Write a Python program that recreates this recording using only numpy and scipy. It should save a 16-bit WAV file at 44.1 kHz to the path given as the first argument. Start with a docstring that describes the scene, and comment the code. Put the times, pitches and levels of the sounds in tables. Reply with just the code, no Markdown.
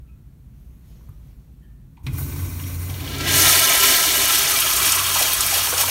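"""Rim jets roar into the bowl of a flush-valve toilet, heard from just above it in a tiled restroom.
First a sleeve rustles, the handle knocks, the valve hisses and water rumbles up the pipe, spitting air.
Then the jets open up; as the bowl drains its resonances shift, spray spatters and the trap gulps.
Ventilation rumbles underneath."""
import sys
import numpy as np
from scipy import signal
from scipy.fft import rfft, irfft, next_fast_len
from scipy.io import wavfile
from scipy.ndimage import uniform_filter1d

SR = 44100
rng = np.random.default_rng(int(sys.argv[2]) if len(sys.argv) > 2 else 0)


def transcribe(u):
    """Save the signal u as a 16-bit wav file named by the first command-line argument.

    u: samples, shape (n,) or (channels, n), limited to [-1, 1]; the rate is SR.
    q: integer samples, one column per channel.
    """
    v = np.clip(np.atleast_2d(u).T, -1, 1)
    q = np.round(v * 32767).astype(np.int16)
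    wavfile.write(sys.argv[1], SR, q)


N = 260190
TIME = np.arange(N) / SR
CRACK_S, LIFT_S, LIFT_RISE_S = 2.028, 2.115, 0.062  # valve cracks open, then lifts off its seat
JET_START_S, JET_RISE_S = 2.8, 0.27

# valve body resonances: (centre [Hz], width [Hz], lift [dB])
VALVE_MODES = [(1060, 220, 6.5), (1520, 36, 10), (2047, 68, 10.5), (2355, 350, 11), (3790, 130, 8),
               (4200, 170, 6), (5680, 260, 4), (6710, 130, 6), (8800, 200, 1), (9300, 910, 3),
               (12200, 510, 4), (13800, 600, 8.5)]
# drained bowl and rim channel resonances: (centre [Hz], width [Hz], lift [dB])
DRAINED_MODES = [(392.5, 9.5, 14), (470, 84, -1.5), (665, 43, 9.5), (825, 24, 13), (1046, 35, 9.5),
                 (1245, 36, 8), (1335, 26, 10), (1730, 42, 1.5), (1824, 64, -12.5), (1980, 22, 7),
                 (2100, 220, -4.5), (2339, 40, 8.5), (2560, 110, 4.5), (2884, 93, 7), (3240, 120, 8),
                 (3680, 66, 5), (3840, 85, 0.5), (4370, 75, 7)]


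def amp(db):
    """Decibels to gain."""
    return 10 ** (np.asarray(db) / 20)


def unit(x):
    """Scale to rms 1."""
    return x / np.sqrt(np.mean(x ** 2) + 1e-20)


def read(points, hz):
    """Interpolate on a log-frequency axis."""
    f, value = np.transpose(points)
    return np.interp(np.log(hz + 1), np.log(f + 1), value)


def add(mix, s, sound):
    """Mix a sound in at time s."""
    part = mix[round(s * SR):][:len(sound)]
    part += sound[:len(part)]


def ramp(start_s, length_s):
    """Linear rise from 0 to 1, then hold."""
    return np.clip((TIME - start_s) / length_s, 0, 1)


def release(s, fall_s):
    """Hold 1 until s, then decay."""
    return np.exp(-np.clip((TIME - s) / fall_s, 0, 20))


def bell(s, width_s):
    """Gaussian swell to 1 at s."""
    return np.exp(-np.minimum(((TIME - s) / width_s) ** 2, 20))


def surge(s, rise_s, fall_s):
    """Swell to 1 at s, then decay."""
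    return np.where(TIME < s, bell(s, rise_s), release(s, fall_s))


def drift(rate_hz, size=N):
    """Smooth random wander, rms 1."""
    lowpass = np.exp(-np.minimum((np.fft.rfftfreq(size, 1 / SR) / rate_hz) ** 2, 20))
    return unit(irfft(rfft(rng.standard_normal(size)) * lowpass, size))


def lift(modes, hz):
    """Cavity peaks and notches in dB."""
    return sum(db * np.exp(-np.minimum(2 * ((hz - centre) / width) ** 2, 20))
               for centre, width, db in modes)


def colour(x, spectrum, modes=()):
    """Filter by a broad spectrum and resonances; rms 1."""
    size = next_fast_len(N + SR // 4)
    hz = np.fft.rfftfreq(size, 1 / SR)
    gain = amp(read(spectrum, hz) + lift(modes, hz))
    return unit(irfft(rfft(np.resize(x, size)) * gain, size)[:N])


def turbulence(patch_db, flicker_db, bins, frames):
    """Eddying noise: level varies in time-frequency patches, plus a broadband flicker."""
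    z = signal.stft(rng.standard_normal(N), nperseg=256)[2]
    patches = uniform_filter1d(rng.standard_normal(z.shape), bins, axis=0)
    patches = unit(uniform_filter1d(patches, frames, axis=1))
    flicker = unit(uniform_filter1d(rng.standard_normal(z.shape[1]), frames))
    eddies = z * amp(patch_db * patches + flicker_db * flicker)
    return unit(signal.istft(eddies, nperseg=256)[1][:N])


def bubble(hz, t60_s, glide):
    """Damped tone, soft onset; glide lifts the pitch, as in an air pocket nearing the surface."""
    age = np.arange(int(t60_s * SR) + 2) / (t60_s * SR)
    turns = hz * t60_s * age * (1 + glide * age / 2)
    return np.sin(2 * np.pi * turns) * amp(-60 * age) * (1 - np.exp(-age * 40))


def bubbles(low_hz, high_hz, per_s, cycles, spread_db):
    """Bubbles at random times and pitches, a few strong; rms 1."""
    out = np.zeros(N)
    draws = rng.random((8000, 3))
    for when, pitch, strength in draws[:int(per_s * N / SR)]:
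        hz = low_hz * (high_hz / low_hz) ** pitch
        gain = np.sqrt(hz) * amp(spread_db * min(-np.log(strength), 3))
        add(out, when * N / SR, gain * bubble(hz, cycles / hz, glide=0.041))
    return unit(out)


def bursts(rows, modes, attack_s):
    """Short blows: resonant noise bands, fast attack, exponential decay."""
    out, t = np.zeros(N), np.arange(SR // 2) / SR
    hz = np.fft.rfftfreq(len(t), 1 / SR)
    for s, db, centre_hz, octaves, t60_s in rows:
        band = np.exp(-0.5 * (np.log2((hz + 1) / centre_hz) / octaves) ** 2) * amp(lift(modes, hz))
        noise = unit(irfft(rfft(rng.standard_normal(len(t))) * band, len(t)))
        envelope = (1 - np.exp(-t / attack_s)) * amp(-60 * t / t60_s)
        add(out, s, amp(db) * envelope * noise)
    return out


def restroom(x):
    """Tile reflections, dying fastest in the treble."""
    # room decay: (frequency [Hz], t60 [s])
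    decay = [(100, 0.43), (1000, 0.88), (4000, 0.25), (15000, 0.13)]
    size = SR // 2
    taps = rng.standard_normal(size) * (rng.random(size) < 0.1)
    taps[:201] = 0  # pre-delay
    hz, t, z = signal.stft(taps, SR, nperseg=256)
    tail = signal.istft(z * amp(-60 * t / read(decay, hz)[:, None]), SR, nperseg=256)[1]
    return signal.fftconvolve(x, tail / np.linalg.norm(tail))[:N]


def ventilation(level_db=-43):
    """Steady low rumble of the building's air."""
    # air noise: (frequency [Hz], level [dB])
    spectrum = [(20, -41), (35, -7.5), (58, 4), (83, -10.5), (140, -6), (175, -15), (250, -20.5),
                (350, -30.5), (550, -40), (1100, -44.5), (2000, -48.5), (4800, -54), (8000, -54),
                (12500, -50.5), (15500, -51)]
    return amp(level_db) * colour(rng.standard_normal(N), spectrum)


def sleeve():
    """Cloth slides as the arm comes up, presses the handle and draws back."""
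    # arm strokes: (peak time [s], level [dB], rise [s], fall [s])
    strokes = [(.62, -63, .11, .25), (.94, -57, 0.15, 0.38), (1.27, -67, 0.09, .1)]
    # cloth friction: (frequency [Hz], level [dB])
    spectrum = [(150, 21), (400, 14), (900, 3.5), (1600, 0), (2300, 1), (5000, -2), (6200, -1), (8000, -7),
                (12300, 1.5), (15500, -5)]
    rubbing = turbulence(patch_db=2.2, flicker_db=0.6, bins=4, frames=25)
    motion = sum(amp(db) * surge(s, rise_s, fall_s) for s, db, rise_s, fall_s in strokes)
    return motion * colour(rubbing, spectrum)


def squeaks():
    """Faint squeaks and a valve whistle: narrow noise bands that glide, swell and fade."""
    # glides: (time [s], length [s], relative level [dB], start [Hz], end [Hz], width [Hz])
    glides = [(0.02, 0.096, -72, 1387, 1300, 70), (0.071, 0.047, -67, 2600, 2400, 400),
              (1.612, 0.064, -64, 1880, 1700, 220), (1.614, 0.057, -72, 3000, 3200, 300),
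              (1.68, 0.22, -81, 1790, 1740, 200), (2.591, .15, -46, 5360, 6080, 300)]
    out = np.zeros(N)
    for s, length_s, db, start_hz, end_hz, width_hz in glides:
        size = int(length_s * SR)
        phase = 2 * np.pi * np.cumsum(np.linspace(start_hz, end_hz, size)) / SR
        a, b = (drift(width_hz / 2, size=SR)[:size] for _ in range(2))
        fuzz = unit(a * np.cos(phase) + b * np.sin(phase))
        add(out, s, amp(db) * fuzz * np.sin(np.linspace(0, np.pi, size)))
    return out


def knocks():
    """Handle and valve knocks and the first spurt ring the valve body."""
    # blows: (time [s], level [dB], centre [Hz], width [octaves], t60 [s])
    blows = [(1.007, -60, 1150, .4, 0.08), (1.085, -45.5, 1030, 0.41, 0.05), (1.09, -47, 12000, 0.36, .02),
             (1.969, -53, 2200, 0.92, 0.07), (1.972, -55, 890, 0.18, 0.25), (2.065, -27, 3400, 0.54, 0.04),
             (2.066, -30, 1100, 1.2, 0.081), (2.065, -37, 10000, .6, .04), (2.183, -34, 1150, 0.59, 0.046),
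             (2.178, -30.5, 14000, 0.46, 0.34)]
    return bursts(blows, VALVE_MODES, attack_s=0.0014)


def jolts():
    """The handle thumps and the water column jolts."""
    # low thumps: (time [s], level [dB], pitch [Hz], t60 [s])
    thumps = [(1.091, -27, 94, 0.1), (2.04, -21.5, 73.4, 0.19), (2.066, -21, 130, 0.23),
              (2.131, -15.5, 100, 0.1), (2.182, -20, 110, .1), (2.424, -18, 85, 0.15)]
    out = np.zeros(N)
    for s, db, hz, t60_s in thumps:
        add(out, s, amp(db) * bubble(hz, t60_s, glide=0))
    return out


def valve(leak_db=-53, open_db=-37.5):
    """Water squeezes through the valve seat: a leak, then a full hiss."""
    # seat hiss: (frequency [Hz], level [dB])
    spectrum = [(260, -17), (450, 0.5), (750, -4), (1400, -4.5), (1800, -6.5), (2400, -11), (2800, -6.5),
                (3900, -10), (5500, -5.5), (8000, -6), (11000, -2.5), (14200, -5), (15500, -0.5)]
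    hiss = turbulence(patch_db=1.5, flicker_db=1.0, bins=6, frames=8)
    opening = amp(leak_db) * ramp(CRACK_S, 0.01) + amp(open_db) * ramp(LIFT_S, LIFT_RISE_S)
    return opening * colour(hiss, spectrum, VALVE_MODES)


def pipe(purged_s=3.334, settle_s=0.13, hum_hz=91, wander_hz=2.22, waver_db=2.0):
    """The pipe shakes and hums at its lowest resonance, hardest until its air is driven out."""
    # pipe rumble: (frequency [Hz], level [dB])
    rumble_spectrum = [(30, -24), (62, 4.5), (85, 0.5), (110, -2.5), (135, -1), (160, -5), (190, -13.5),
                       (260, -7), (330, -14), (420, -21), (600, -44)]
    # last air drumming out of the rim channel: (frequency [Hz], level [dB])
    purge_spectrum = [(80, -15), (140, 2.5), (185, -9), (255, -3.5), (340, -5), (400, -8), (550, -15.5),
                      (900, -47)]
    # pipe resonances: (centre [Hz], width [Hz], lift [dB])
    modes = [(140.4, 12, 7), (280, 25, 3.5), (336, 8.1, 6.5)]
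    # hum swells once the bowl runs low: (time [s], level [dB])
    swells = [(4.99, -38.5), (5.55, -42), (5.83, -40.5)]
    first_rush = amp(-36) * release(LIFT_S, fall_s=0.25)
    trapped_air = amp(-38) * release(purged_s, settle_s)
    shaking = ramp(CRACK_S, 0.07) * (amp(-45) + first_rush + trapped_air)
    rumble = shaking * colour(rng.standard_normal(N), rumble_spectrum, modes)
    drumming = amp(-30.5) * surge(purged_s, rise_s=0.3, fall_s=settle_s)
    purge = drumming * colour(rng.standard_normal(N), purge_spectrum, modes)
    hum_gain = amp(-50) + amp(-33) * release(purged_s, fall_s=0.33)
    hum_gain += sum(amp(db) * bell(s, width_s=0.15) for s, db in swells)
    turns = np.cumsum(hum_hz + wander_hz * drift(rate_hz=7.9)) / SR
    hum_gain *= ramp(LIFT_S, LIFT_RISE_S) * amp(waver_db * drift(rate_hz=2.4))
    return rumble + purge + hum_gain * unit(np.sin(2 * np.pi * turns))


def flow(unsteady_db=0.47):
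    """Force of the water in dB; drives jets, spray and churn."""
    # force through the rim jets: (time [s], relative level [dB])
    force = [(2.86, -43), (3.18, -30.5), (3.31, -18), (3.48, -14.5), (3.8, -18.5), (3.83, -15), (4.07, -19),
             (4.25, -19), (4.77, -21.5), (4.88, -19), (5.04, -25), (5.22, -21.5), (5.36, -24), (5.58, -21),
             (5.76, -29), (5.81, -19), (5.84, -25.5), (5.9, -24)]
    return np.interp(TIME, *np.transpose(force)) + unsteady_db * drift(rate_hz=5.3)


def emptied():
    """Share of the bowl drained."""
    # drain curve: (time [s], share emptied [0-1])
    curve = [(4.0, 0.22), (4.35, 0.62), (4.65, 0.89), (5.1, 0.84)]
    return np.interp(TIME, *np.transpose(curve))


def in_bowl(x, spectrum):
    """Bowl resonances crossfade from full to drained as the water falls."""
    # full bowl and rim channel resonances: (centre [Hz], width [Hz], lift [dB])
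    full_modes = [(282, 71, 2.5), (399.5, 16, 11.5), (650, 230, 3), (1022, 70, 8), (1168, 106, -24),
                  (1275, 26, 10), (1351, 57, 9.5), (1460, 92, -19), (1616, 26, 12.5), (1963, 31, 7.5),
                  (2280, 115, 7), (2600, 60, -11), (2915, 51, 5.5), (2980, 79, 8.5), (3220, 92, 1),
                  (3565, 58, 10.5), (4300, 190, 4)]
    share = emptied()
    return (1 - share) * colour(x, spectrum, full_modes) + share * colour(x, spectrum, DRAINED_MODES)


def slurp(level_db=-32.5, flutter_db=3.6):
    """The trap sucks air with a fluttering, hollow rasp."""
    # suction rasp: (frequency [Hz], level [dB])
    spectrum = [(600, -30), (1000, -7), (1250, 0), (1450, -6), (2000, -28), (6000, -50)]
    rasp = amp(flutter_db * drift(rate_hz=40)) * rng.standard_normal(N)
    return amp(level_db) * surge(4.92, rise_s=0.24, fall_s=0.3) * colour(rasp, spectrum)


def gulps(pitch_scatter=0.174, stagger_s=0.014, fragment_db=-6, fragments=6):
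    """Each gulp is one large bubble breaking into a few weaker ones."""
    # air pockets swallowed by the trap: (time [s], level [dB], pitch [Hz], t60 [s])
    pockets = [(4.694, -23, 1105, 0.043), (4.794, -21, 1080, 0.082), (4.955, -21.5, 1057, 0.21),
               (4.985, -21, 1137, .12), (5.158, -15.5, 927, 0.043), (5.208, -19, 608, 0.045),
               (5.402, -27, 1160, 0.059), (5.525, -24, 784, 0.079), (5.671, -21.5, 920, 0.045),
               (5.721, -19.5, 1094, 0.093), (5.728, -23, 510, .045), (5.83, -21.5, 930, 0.09)]
    out = np.zeros(N)
    for s, db, hz, t60_s in pockets:
        add(out, s, amp(db) * bubble(hz, t60_s, glide=0.091))
        waits_s = rng.exponential(stagger_s, fragments)
        ratios = np.exp(pitch_scatter * rng.standard_normal(fragments))
        for wait_s, ratio in zip(waits_s, ratios):
            add(out, s + wait_s, amp(db + fragment_db) * bubble(hz * ratio, t60_s / 2, glide=0.21))
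    return out


def splashes(t60_s=0.042, max_octaves=0.74):
    """Short slaps ring in the bowl; the higher ones span fewer octaves."""
    # spits of air and slaps of water: (time [s], level [dB], centre [Hz])
    slaps = [(2.597, -35, 2190), (2.637, -35, 2750), (2.897, -36, 2630), (2.94, -34.5, 2820),
             (3.003, -33, 2540), (3.075, -27.5, 3000), (3.182, -28, 7130), (3.207, -21.5, 4500),
             (4.338, -14, 5000), (4.618, -16.5, 3500), (4.92, -9, 7900), (5.148, -15.5, 5000),
             (5.224, -13, 4310), (5.332, -10.5, 12100), (5.406, -9, 7450), (5.463, -12, 11100),
             (5.779, -14, 4470), (5.809, -13, 5870)]
    rows = [(s, db, hz, min(4100 / hz, max_octaves), t60_s) for s, db, hz in slaps]
    return bursts(rows, DRAINED_MODES, attack_s=0.0012)


def churn(flow_db, db_per_flow_db=0.68, drained_db=-5.5):
    """Bowl water tumbles, folds in larger bubbles and heaves; the tumbling thins as it drains."""
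    # tumbling water: (frequency [Hz], level [dB])
    tumble_spectrum = [(130, -9), (210, -7), (280, 3), (400, -3), (520, -4), (700, 1.5), (950, -7.5),
                       (1300, -3.5), (2200, -10.5)]
    # hollow slosh: (frequency [Hz], level [dB])
    slosh_spectrum = [(250, -17.5), (500, 0), (650, 7), (950, 1), (1400, -7.5), (2400, -3.5)]
    # heaves of the water: (time [s], level [dB])
    heaves = [(2.9, -39), (3.72, -27), (4.66, -36), (4.87, -42), (5.21, -29), (5.57, -26), (5.72, -30),
              (5.81, -29), (5.89, -35)]
    swirl = turbulence(patch_db=2.1, flicker_db=-0.2, bins=2, frames=10)
    water = swirl + amp(-17) * bubbles(301.4, 1298, per_s=130, cycles=36, spread_db=5)
    level_db = -15 + db_per_flow_db * flow_db + drained_db * emptied()
    tumbling = ramp(JET_START_S, JET_RISE_S) * amp(level_db)
    sloshing = sum(amp(db) * surge(s, rise_s=0.014, fall_s=0.023) for s, db in heaves)
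    return tumbling * in_bowl(water, tumble_spectrum) + sloshing * colour(water, slosh_spectrum)


def spray(flow_db, db_per_flow_db=0.8, bared_db=1.5, burst_db=1):
    """As the jets reach full force, droplets patter on foam and, louder, on bared porcelain."""
    # droplet hiss: (frequency [Hz], level [dB])
    spectrum = [(3500, -33), (4700, -3), (5400, -0.5), (6400, 1), (7200, -2), (8300, 0), (9600, 0.5),
                (12000, 0), (13500, -0.8), (14500, -2.5), (15700, -5)]
    # reflections off porcelain and wall: (delay [s], gain [linear])
    echoes = [(.0018, 0.069), (.0031, 0.095), (.0053, .2), (.0087, 0.17)]
    mist = turbulence(patch_db=1.5, flicker_db=1.27, bins=12, frames=4)
    direct = mist + amp(-14) * bubbles(5000, 15000, per_s=700, cycles=70, spread_db=5)
    reflected = sum(gain * np.roll(direct, round(delay_s * SR)) for delay_s, gain in echoes)
    level_db = -3 + db_per_flow_db * flow_db + bared_db * emptied()
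    level_db += burst_db * bell(3.407, width_s=0.21)
    onset = ramp(start_s=3.15, length_s=0.22) ** 2
    return onset * amp(level_db) * colour(direct + reflected, spectrum)


def jets(flow_db, gain_db=-1.42):
    """Rim jets splutter while air is left in the channel, then rush with a fizz of small bubbles."""
    # jet roar: (frequency [Hz], level [dB])
    spectrum = [(600, -22), (950, -5.5), (1300, -3), (1800, -0.5), (2600, -1.5), (3800, -1), (4600, -2),
                (5400, -3), (7000, -10), (11000, -35)]
    rush = turbulence(patch_db=1.0, flicker_db=1.0, bins=7, frames=7)
    fizz = amp(-14.5) * bubbles(994, 4980, per_s=490, cycles=34, spread_db=4)
    air_left = 1 - ramp(start_s=3.2, length_s=0.29)
    splutter_db = 1.4 * air_left * drift(rate_hz=59)
    envelope = ramp(JET_START_S, JET_RISE_S) * amp(gain_db + flow_db + splutter_db)
    return envelope * in_bowl(rush + fizz, spectrum)


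def scene():
    """All sources, both channels alike; near events and far squeaks echo, the squeaks most."""
    near = knocks() + splashes() + gulps()
    far = squeaks()
    flow_db = flow()
    water = valve() + pipe() + jolts() + jets(flow_db) + spray(flow_db) + churn(flow_db) + slurp()
    echo = restroom(amp(-11) * near + amp(-9) * far)
    mix = ventilation() + sleeve() + water + near + amp(-2.5) * far + echo
    return np.array([mix, mix])


def record(dry, ceiling=0.92, cutoff_hz=15780):
    """Microphone port notches, soft peak limit, low-pass."""
    # port notches: (centre [Hz], width [Hz], lift [dB])
    notches = [(4960, 270, -4.5), (7600, 170, -4.5), (10370, 590, -4.5)]
    hz = np.linspace(0, SR / 2, 513)
    port = signal.firwin2(513, hz, amp(lift(notches, hz)), fs=SR)
    heard = signal.oaconvolve(dry, port[None], "same")
    limited = heard / (1 + (heard / ceiling) ** 8) ** (1 / 8)
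    lowpass = signal.firwin(1023, cutoff_hz, window=("kaiser", 9), fs=SR)
    return signal.oaconvolve(limited, lowpass[None], "same")


dry = scene()
out = record(dry)
transcribe(out)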